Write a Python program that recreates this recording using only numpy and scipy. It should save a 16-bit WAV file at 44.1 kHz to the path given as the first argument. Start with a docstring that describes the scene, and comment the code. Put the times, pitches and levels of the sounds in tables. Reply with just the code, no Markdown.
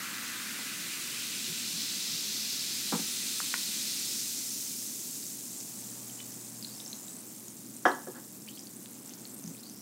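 """A small room with a low ventilation rumble, one microphone close to a cup on a table.
Soda is poured over ice: ringing bubbles and snapping films make a foam that swells, climbs in pitch and dies
to a crackle. Ice knocks on the cup's modes and cracks, lone bubbles plink and chains of them trill upwards.
The empty can is set down with one sharp knock that rings the table top; sleeves rustle faintly."""
import sys
import numpy as np
from scipy import signal
from scipy.fft import rfft, irfft, next_fast_len
from scipy.io import wavfile

SR = 44100
rng = np.random.default_rng(int(sys.argv[2]) if len(sys.argv) > 2 else 0)


def dump(signal):
    """Clip the signal to [-1, 1] and save it as 16-bit WAV at the path in sys.argv[1]."""
    limited = np.clip(np.atleast_2d(signal).T, -1, 1)
    pcm = np.round(limited * 32767).astype(np.int16)
    wavfile.write(sys.argv[1], SR, pcm)


N = 432621
T = np.arange(N) / SR  # time/s

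# ventilation spectrum, relative: f/Hz, level/dB per Hz
AIR_SPECTRUM = [(30, -30), (45, -21), (60, -24), (85, -22.5), (125, -10.5), (165, -7), (215, 1), (300, -4),
                (450, -14.5), (700, -20.5), (1400, -25.5), (3000, -32), (15000, -26.5)]
HUM_DB = -62.5  # mains hum at rest
# the hum grows for a moment: from t/s, to t/s, ramp/s, rise/dB
HUM_SWELL = (5.7, 6.8, 0.1, 7.5)

# rustle of cloth, relative: f/Hz, level/dB per Hz
CLOTH_SPECTRUM = [(200, -27), (500, 4), (800, 3.5), (1400, -2.5), (3000, -5), (10000, -15)]
# the arms move and the sleeves brush: middle t/s, half length/s, level/dB
ARM_MOVES = [(5.95, 0.48, -60.5), (6.9, 0.53, -60.5), (9.245, 0.53, -63)]
CLOTH_REST_DB = -80

# colour that the cup gives the ringing bubbles, relative: f/Hz, level/dB
BUBBLE_COLOUR = [(700, -39), (1000, -1.5), (1450, 5), (2200, -9), (2600, -0.5), (3100, -6.5), (4100, 0.5),
                 (5400, -4.5), (6400, -2.5), (8500, -2.5), (10000, 1.5)]
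# snapping films, relative: f/Hz, level/dB per Hz
SNAP_SPECTRUM = [(8000, 5), (9400, -5), (10700, -2.5), (13000, 2), (15500, -8)]
# bubble size: t/s, commonest pitch f/Hz, fall towards finer bubbles/dB per octave
BUBBLE_SIZE = [(0, 1470, 3), (1.0, 2300, 2.5), (1.7, 3910, 6), (2.5, 4870, 14), (3.1, 3600, 1.5),
               (3.9, 4500, 6), (4.45, 5900, 7.5), (5.6, 7640, 13), (9.0, 7500, 0)]
# air resonances of the cup: f/Hz, width/Hz, boost/dB
CUP_PEAKS = [(2008, 65, 5), (2390, 750, 3), (3570, 220, 0.5), (4300, 117, -0.5), (5250, 180, 3),
             (6280, 1040, 3), (7560, 310, 3)]
# the foam builds while the drink is poured, holds, then dies away
# its levels are relative: the gains in foam() and cup() come on top
RING_START_DB, RING_FULL_DB, RING_REST_DB = -38.5, -34.5, -55.5  # ringing bubbles
RING_BUILD_FROM_S, RING_FULL_S, RING_FADE_FROM_S, RING_FADE_S = 0.78, 1.84, 4.13, 2.72
SNAP_START_DB, SNAP_FULL_DB, SNAP_REST_DB = -47, -43, -56  # snapping films
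SNAP_BUILD_FROM_S, SNAP_FULL_S, SNAP_FADE_FROM_S, SNAP_FADE_S = 0.2, 3.3, 4.73, 1.8
POURING_BURSTS_PER_S, RESTING_BURSTS_PER_S, THINNING_FROM_S, THINNING_S = 28000, 1300, 4.1, 1.25
SNAP_SPREAD_DB = 4.2

# ice knocks against the cup: t/s, level/dB, contact brightness f/Hz
ICE_KNOCKS = [(.589, -19, 2500), (2.923, -1.5, 3000), (2.929, 2, 600), (2.9415, -4.5, 1200),
              (2.993, -4, 250)]
# modes of the filled cup: f/Hz, level/dB, t60/s
CUP_BODY = [(170, -34.5, 0.07), (207, -29, 0.091), (286, -26, 0.1), (470, -28.5, 0.029), (800, -25, 0.017),
            (910, -30, 0.035), (1030, -30, 0.031), (1290, -29, 0.02), (1600, -26, 0.007), (2450, -40, .025)]
# dull thumps of handling and, near 8.07 s, of the can settling: t/s, peak level/dB, f/Hz
BUMPS = [(0.789, -45, 190), (1.478, -43.5, 363), (1.496, -38, 164), (1.736, -41, 171), (2.123, -40, 156),
         (8.072, -36.5, 510), (8.08, -38, 375), (9.442, -35, 196), (9.471, -35, 180), (9.508, -35.5, 252)]
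BUMP_T60_S = 0.067
# two dry ice cracks, each followed about 2 ms later by a weaker reflection: t/s, peak level/dB, f/Hz, t60/s
CRACKS = [(3.4028, -17, 1280, 0.0055), (3.405, -34, 1410, .006), (3.5408, -7, 1700, 0.0021),
          (3.5428, -23, 1480, 0.01)]

# single pops at set times, most of them short, one faint and ringing: t/s, peak level/dB, f/Hz, t60/s
SINGLE_POPS = [(6.098, -41, 3100, .015), (6.19, -47, 3000, 0.17), (6.202, -33, 2400, .004),
               (6.205, -31, 3500, .0045), (7.4827, -31, 6700, .01), (8.593, -30, 5740, .007),
               (8.7675, -28, 9530, 0.0026), (8.8595, -30, 3670, 0.002), (9.137, -29, 6690, .003),
               (9.3898, -31, 9050, .004)]
# once the foam has thinned, stray bubbles burst at random
STRAY_FROM_S, STRAY_DB, STRAY_SPREAD_DB, STRAY_T60_S = 4.8, -34.5, 4, 0.008
STRAY_HZ, STRAY_SPREAD_OCTAVES, STRAY_DB_PER_OCTAVE = 6700, 0.386, 3

# the largest lone bubbles: t/s, peak level/dB, starting f/Hz
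PLINKS = [(6.6473, -26.5, 4130), (6.802, -33, 3600), (6.862, -31.5, 5350), (6.93, -28, 4030),
          (7.0814, -39, 3750), (7.916, -36, 4040), (8.4777, -39, 2340), (8.488, -33, 2950),
          (8.575, -38.5, 3140), (9.4615, -39.5, 5570), (9.549, -43, 2450), (9.6346, -40, 3970),
          (9.665, -39, 4580)]
# chains of shrinking bubbles: start t/s, length/s, first f/Hz, last f/Hz, middle peak level/dB, pitch scatter/share
TRILLS = [(6.624, 0.29, 4350, 6200, -39.5, 0.086), (6.9, 0.31, 6100, 8700, -38.5, .04),
          (8.475, 0.17, 2500, 6160, -47.5, 0.072), (9.105, .05, 2570, 6260, -53, .12),
          (9.174, 0.22, 6500, 8150, -43, .1), (9.45, 0.13, 6000, 8700, -45.5, 0.089),
          (9.568, .04, 3200, 5600, -54.5, .04), (9.634, 0.2, 4300, 6100, -46.5, .05)]
# a rise is the mean share by which the pitch lies above its start over one t60
PLINK_T60_S, PLINK_RISE = .014, .1
CHAIN_T60_S, CHAIN_RISE = .012, .04

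# the can lands and settles: t/s, level/dB, contact brightness f/Hz
CAN_KNOCKS = [(7.8535, 0, 3020), (8.07, -23, 600)]
# modes of can and table top: f/Hz, level/dB, t60/s
TABLE_MODES = [(265, -37, .4), (287, -37, .4), (340, -30, .27), (371, -29, .33), (428, -30, .2),
               (488, -24, .12), (544, -29, .2), (686, -28, .21), (737, -25, .21), (840, -29, .25),
               (904, -32, .33), (969, -30, .22), (1039, -30, .19), (1145, -27, .22), (1245, -29, .25),
               (1303, -35, .25), (1400, -31, .18), (1556, -31, .16), (1663, -26, .15), (1701, -25, .2),
               (1846, -36, .2), (1960, -37, .18), (3138, -39, .2), (3262, -42, .2), (5545, -47, .17),
               (5776, -46, .17)]
# dense rattle of the table top, relative: f/Hz, level/dB per Hz
RATTLE_SPECTRUM = [(120, -24), (220, 0), (330, -0.5), (900, 1), (1750, -1), (2400, -25), (3200, -12),
                   (4300, -29), (5700, -11), (7500, -32), (12000, -70)]
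# the can slides a little as it is let go: middle t/s, half length/s, level/dB
SLIDE = (8.16, 0.02, -59.5)
CLACK_DB = -8.0

CUP_ROOM_T60_S = .22
CUTOFF_HZ = 15750  # top of the microphone's range


def from_db(db):
    """Decibels to gain."""
    return 10 ** (np.asarray(db) / 20)


def rms_one(x):
    """Scale to unit power."""
    return x / np.sqrt(np.mean(x ** 2) + 1e-20)


def at_hz(points, hz):
    """Read a spectrum in dB on a log-frequency axis."""
    f, db = np.transpose(points)
    return np.interp(np.log(hz + 1e-9), np.log(f), db)


def coloured(x, spectrum):
    """Give a signal a spectrum by weighting its frequencies; rms 1."""
    size = next_fast_len(N)
    gain = from_db(at_hz(spectrum, np.fft.rfftfreq(size, 1 / SR)))
    return rms_one(irfft(rfft(x, size) * gain, size)[:N])


def low_cut(x, hz):
    """Second-order high-pass."""
    return signal.sosfilt(signal.butter(2, hz, "high", fs=SR, output="sos"), x + 1e-18)


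def decay(t, t60):
    """Exponential decay that falls 60 dB in t60."""
    return np.exp(-np.log(1000) * t / t60)


def ring(clicks, hz, t60):
    """A two-pole resonator: a unit click sets a sine of height 1 ringing."""
    r = decay(1 / SR, t60)
    w = 2 * np.pi * hz / SR
    return signal.lfilter([0, np.sin(w)], [1, -2 * r * np.cos(w), r * r], clicks + 1e-18)


def add_ping(out, s, db, hz, t60, rise=0.):
    """Add one dying sine, whose pitch may climb as it dies."""
    t = T[:int(t60 * SR)]
    cycles = hz * t * (1 + rise * t / t60)
    ping = from_db(db) * np.sin(2 * np.pi * cycles) * decay(t, t60)
    place = out[int(s * SR):][:len(t)]
    place += ping[:len(place)]


def thuds(rows, low_cut_hz):
    """Damped blows, each with one main resonance; small things radiate no deep bass."""
    out = np.zeros(N)
    for s, db, hz, t60 in rows:
        add_ping(out, s, db, hz, t60)
    return low_cut(out, low_cut_hz)


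def pushes(rows):
    """Contact forces; a soft contact is a longer push."""
    out = np.zeros(N)
    for s, db, bright_hz in rows:
        soft = np.exp(-2 * np.pi * bright_hz / SR)
        click = np.arange(N) == int(s * SR)
        out += from_db(db) * signal.lfilter([1 - soft], [1, -soft], click + 1e-18)
    return out


def ventilation(air_db=-50.0, hum_hz=120):
    """A low rush of air, as coloured noise, and a mains hum, as a sine that swells once."""
    from_s, to_s, ramp_s, rise_db = HUM_SWELL
    swell = np.clip(np.minimum(T - from_s, to_s - T) / ramp_s, 0, 1)
    hum = from_db(HUM_DB + rise_db * swell) * np.sin(2 * np.pi * hum_hz * T)
    return from_db(air_db) * coloured(rng.standard_normal(N), AIR_SPECTRUM) + hum


def sleeves():
    """A faint rustle of cloth, as coloured noise that swells with each arm movement."""
    level = from_db(CLOTH_REST_DB)
    for s, half_s, db in ARM_MOVES:
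        level = level + from_db(db) * np.exp(-((T - s) / half_s) ** 2)
    return level * coloured(rng.standard_normal(N), CLOTH_SPECTRUM)


def dying(from_s, fade_s):
    """One until from_s, then an exponential fall with time constant fade_s."""
    return np.exp(-np.maximum(T - from_s, 0) / fade_s)


def build_and_fade(start_db, full_db, rest_db, build_from_s, full_s, fade_from_s, fade_s):
    """A level in dB that climbs, holds and settles to rest."""
    poured_db = np.interp(T, [build_from_s, full_s], [start_db, full_db])
    return rest_db + (poured_db - rest_db) * dying(fade_from_s, fade_s)


def bursts(per_s, spread_db, largest):
    """Random clicks of either sign and uneven size, scaled so that power does not follow their rate."""
    sizes = from_db(spread_db * np.minimum(rng.exponential(1, N), largest))
    signs = rng.choice([-1, 1], N)
    happens = rng.random(N) < per_s / SR
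    return sizes * signs * happens / np.sqrt(per_s)


def grains(clicks, pitches, cycles, band_db):
    """Deal clicks to briefly ringing bubbles with levels band_db(Hz); the gains are scaled to unit power."""
    dealt = rng.integers(0, len(pitches), N)
    out, power = 0, 0
    for k, hz in enumerate(pitches):
        # the square root allows for bands that widen with pitch
        gain = np.sqrt(hz) * from_db(band_db(hz))
        # a bubble radiates nothing far below its own pitch
        edges = np.diff(clicks * (dealt == k), prepend=0)
        voice = ring(edges, hz, cycles / hz)
        out = out + gain * rms_one(voice)
        power = power + gain ** 2
    return out / np.sqrt(power)


def foam(below_db=13.0, ring_gain_db=-0.44, snap_gain_db=3.0, count=40):
    """Bursting bubbles ring briefly around a common pitch, and their films snap far above it."""
    ring_db = build_and_fade(RING_START_DB, RING_FULL_DB, RING_REST_DB,
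                             RING_BUILD_FROM_S, RING_FULL_S, RING_FADE_FROM_S, RING_FADE_S)
    snap_db = build_and_fade(SNAP_START_DB, SNAP_FULL_DB, SNAP_REST_DB,
                             SNAP_BUILD_FROM_S, SNAP_FULL_S, SNAP_FADE_FROM_S, SNAP_FADE_S)
    extra_per_s = POURING_BURSTS_PER_S - RESTING_BURSTS_PER_S
    per_s = RESTING_BURSTS_PER_S + extra_per_s * dying(THINNING_FROM_S, THINNING_S)
    size_s, size_hz, finer_db = np.transpose(BUBBLE_SIZE)
    octave = np.log2(np.interp(T, size_s, size_hz))
    above_db = np.interp(T, size_s, finer_db)

    def sizes_db(hz):
        """Bubbles much larger or smaller than the common size are weak."""
        away = np.log2(hz) - octave
        return at_hz(BUBBLE_COLOUR, hz) + np.minimum(below_db * away, -above_db * away)

    ring_clicks = bursts(per_s, spread_db=0.0, largest=4.2)
    rings = grains(ring_clicks, np.geomspace(850, 9500, count), 17.7, sizes_db)
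    # above the finest ringing bubble only the films are heard
    rings = signal.sosfilt(signal.butter(6, 10500, fs=SR, output="sos"), rings)
    snap_clicks = bursts(per_s, SNAP_SPREAD_DB, largest=3.3)
    snaps = grains(snap_clicks, np.geomspace(8500, 15500, 9), 9.3, lambda hz: at_hz(SNAP_SPECTRUM, hz))
    return from_db(ring_db + ring_gain_db) * rings + from_db(snap_db + snap_gain_db) * snaps


def cup(x, loss_db=-2.0):
    """The air above the drink resonates and shifts a few bands, nearly all of them upwards."""
    for hz, width_hz, boost_db in CUP_PEAKS:
        band = signal.lfilter(*signal.iirpeak(hz, hz / width_hz, fs=SR), x)
        x = x + (from_db(boost_db) - 1) * band
    return from_db(loss_db) * x


def ice(low_cut_hz=150):
    """Shifting cubes strike the modes of the filled cup."""
    contacts = pushes(ICE_KNOCKS)
    body = np.zeros(N)
    for k, (hz, db, t60) in enumerate(CUP_BODY):
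        sign = (-1) ** k  # neighbouring modes move in opposite senses
        body += sign * from_db(db) * ring(contacts, hz, t60)
    return low_cut(body, low_cut_hz)


def dull_bumps():
    """Dull thumps of handling and of the can settling, each one low, quickly damped sine."""
    return thuds([(*bump, BUMP_T60_S) for bump in BUMPS], low_cut_hz=120)


def ice_cracks():
    """Two dry cracks of the ice and their weaker reflections, all short damped sines."""
    return thuds(CRACKS, low_cut_hz=1130)


def pops(count=40):
    """Single pops at set times among random stray bursts; the higher strays tend to be the louder."""
    times = rng.uniform(STRAY_FROM_S, T[-1], count)
    sizes, pitches = np.clip(rng.standard_normal((count, 2)), -2, 2).T
    octaves = STRAY_SPREAD_OCTAVES * pitches
    levels_db = STRAY_DB + STRAY_SPREAD_DB * sizes + STRAY_DB_PER_OCTAVE * octaves
    strays = [(s, db, STRAY_HZ * 2 ** octave, STRAY_T60_S)
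              for s, db, octave in zip(times, levels_db, octaves)]
    return thuds(SINGLE_POPS + strays, low_cut_hz=1300)


def large_bubbles(count=34):
    """Lone bubbles plink; in a chain the bubbles get smaller and higher."""
    out = np.zeros(N)
    for s, db, hz in PLINKS:
        add_ping(out, s, db, hz, PLINK_T60_S, PLINK_RISE)
    for start, length, first_hz, last_hz, db, scatter in TRILLS:
        for k, (late, size, detune) in enumerate(rng.standard_normal((count, 3))):
            along = (k + .3 * late) / count
            hz = (first_hz + along * (last_hz - first_hz)) * (1 + scatter * detune)
            add_ping(out, start + along * length, db + 2 * size, hz, CHAIN_T60_S, CHAIN_RISE)
    return low_cut(out, hz=2190)


def can(clack_hz=1380, clack_s=0.00067, rattle_db=-20.0, rattle_t60=0.23, low_cut_hz=200):
    """The can's base clacks on the table and sets its modes and a dense rattle going."""
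    t = T[:SR]
    swell = t / clack_s
    envelope = (swell * np.exp(1 - swell)) ** 2  # peaks at clack_s
    blow = from_db(CLACK_DB) * envelope * np.sin(2 * np.pi * clack_hz * t)
    for k, (hz, db, t60) in enumerate(TABLE_MODES):
        blow += (-1) ** k * from_db(db) * ring(t == 0, hz, t60)
    rattle = coloured(rng.standard_normal(N), RATTLE_SPECTRUM)[:SR]
    blow += from_db(rattle_db) * rattle * decay(t, rattle_t60)
    slide_s, half_s, slide_db = SLIDE
    friction = from_db(slide_db) * rng.standard_normal(N) * np.exp(-((T - slide_s) / half_s) ** 2)
    contacts = pushes(CAN_KNOCKS) + friction
    return low_cut(signal.fftconvolve(contacts, blow)[:N], low_cut_hz)


def room(x, wet_db, t60):
    """Direct sound and a dying wash of wall reflections that starts 4 ms later."""
    t = T[:SR // 2]
    tail = rng.standard_normal(len(t)) * decay(t, t60) * (t > .004)
    wash = signal.fftconvolve(x, tail / np.linalg.norm(tail))[:N]
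    return x + from_db(wet_db) * wash


def scene():
    """The cup is close and fairly dry; the bumps stir more of the room. Both channels are alike."""
    drink = cup(foam()) + large_bubbles() + pops() + ice_cracks()
    bumps = ice() + dull_bumps()
    near = room(drink, wet_db=-11.0, t60=CUP_ROOM_T60_S)
    knocks = room(bumps, wet_db=0.5, t60=0.14) + room(can(), wet_db=-14.5, t60=0.44)
    return np.tile(near + knocks + sleeves() + ventilation(), (2, 1))


def record(dry):
    """The microphone sheds deep bass, and the top is cut steeply."""
    thin = low_cut(dry, hz=76)
    return signal.sosfilt(signal.ellip(12, .1, 80, CUTOFF_HZ, fs=SR, output="sos"), thin)


dry = scene()
out = record(dry)
dump(out)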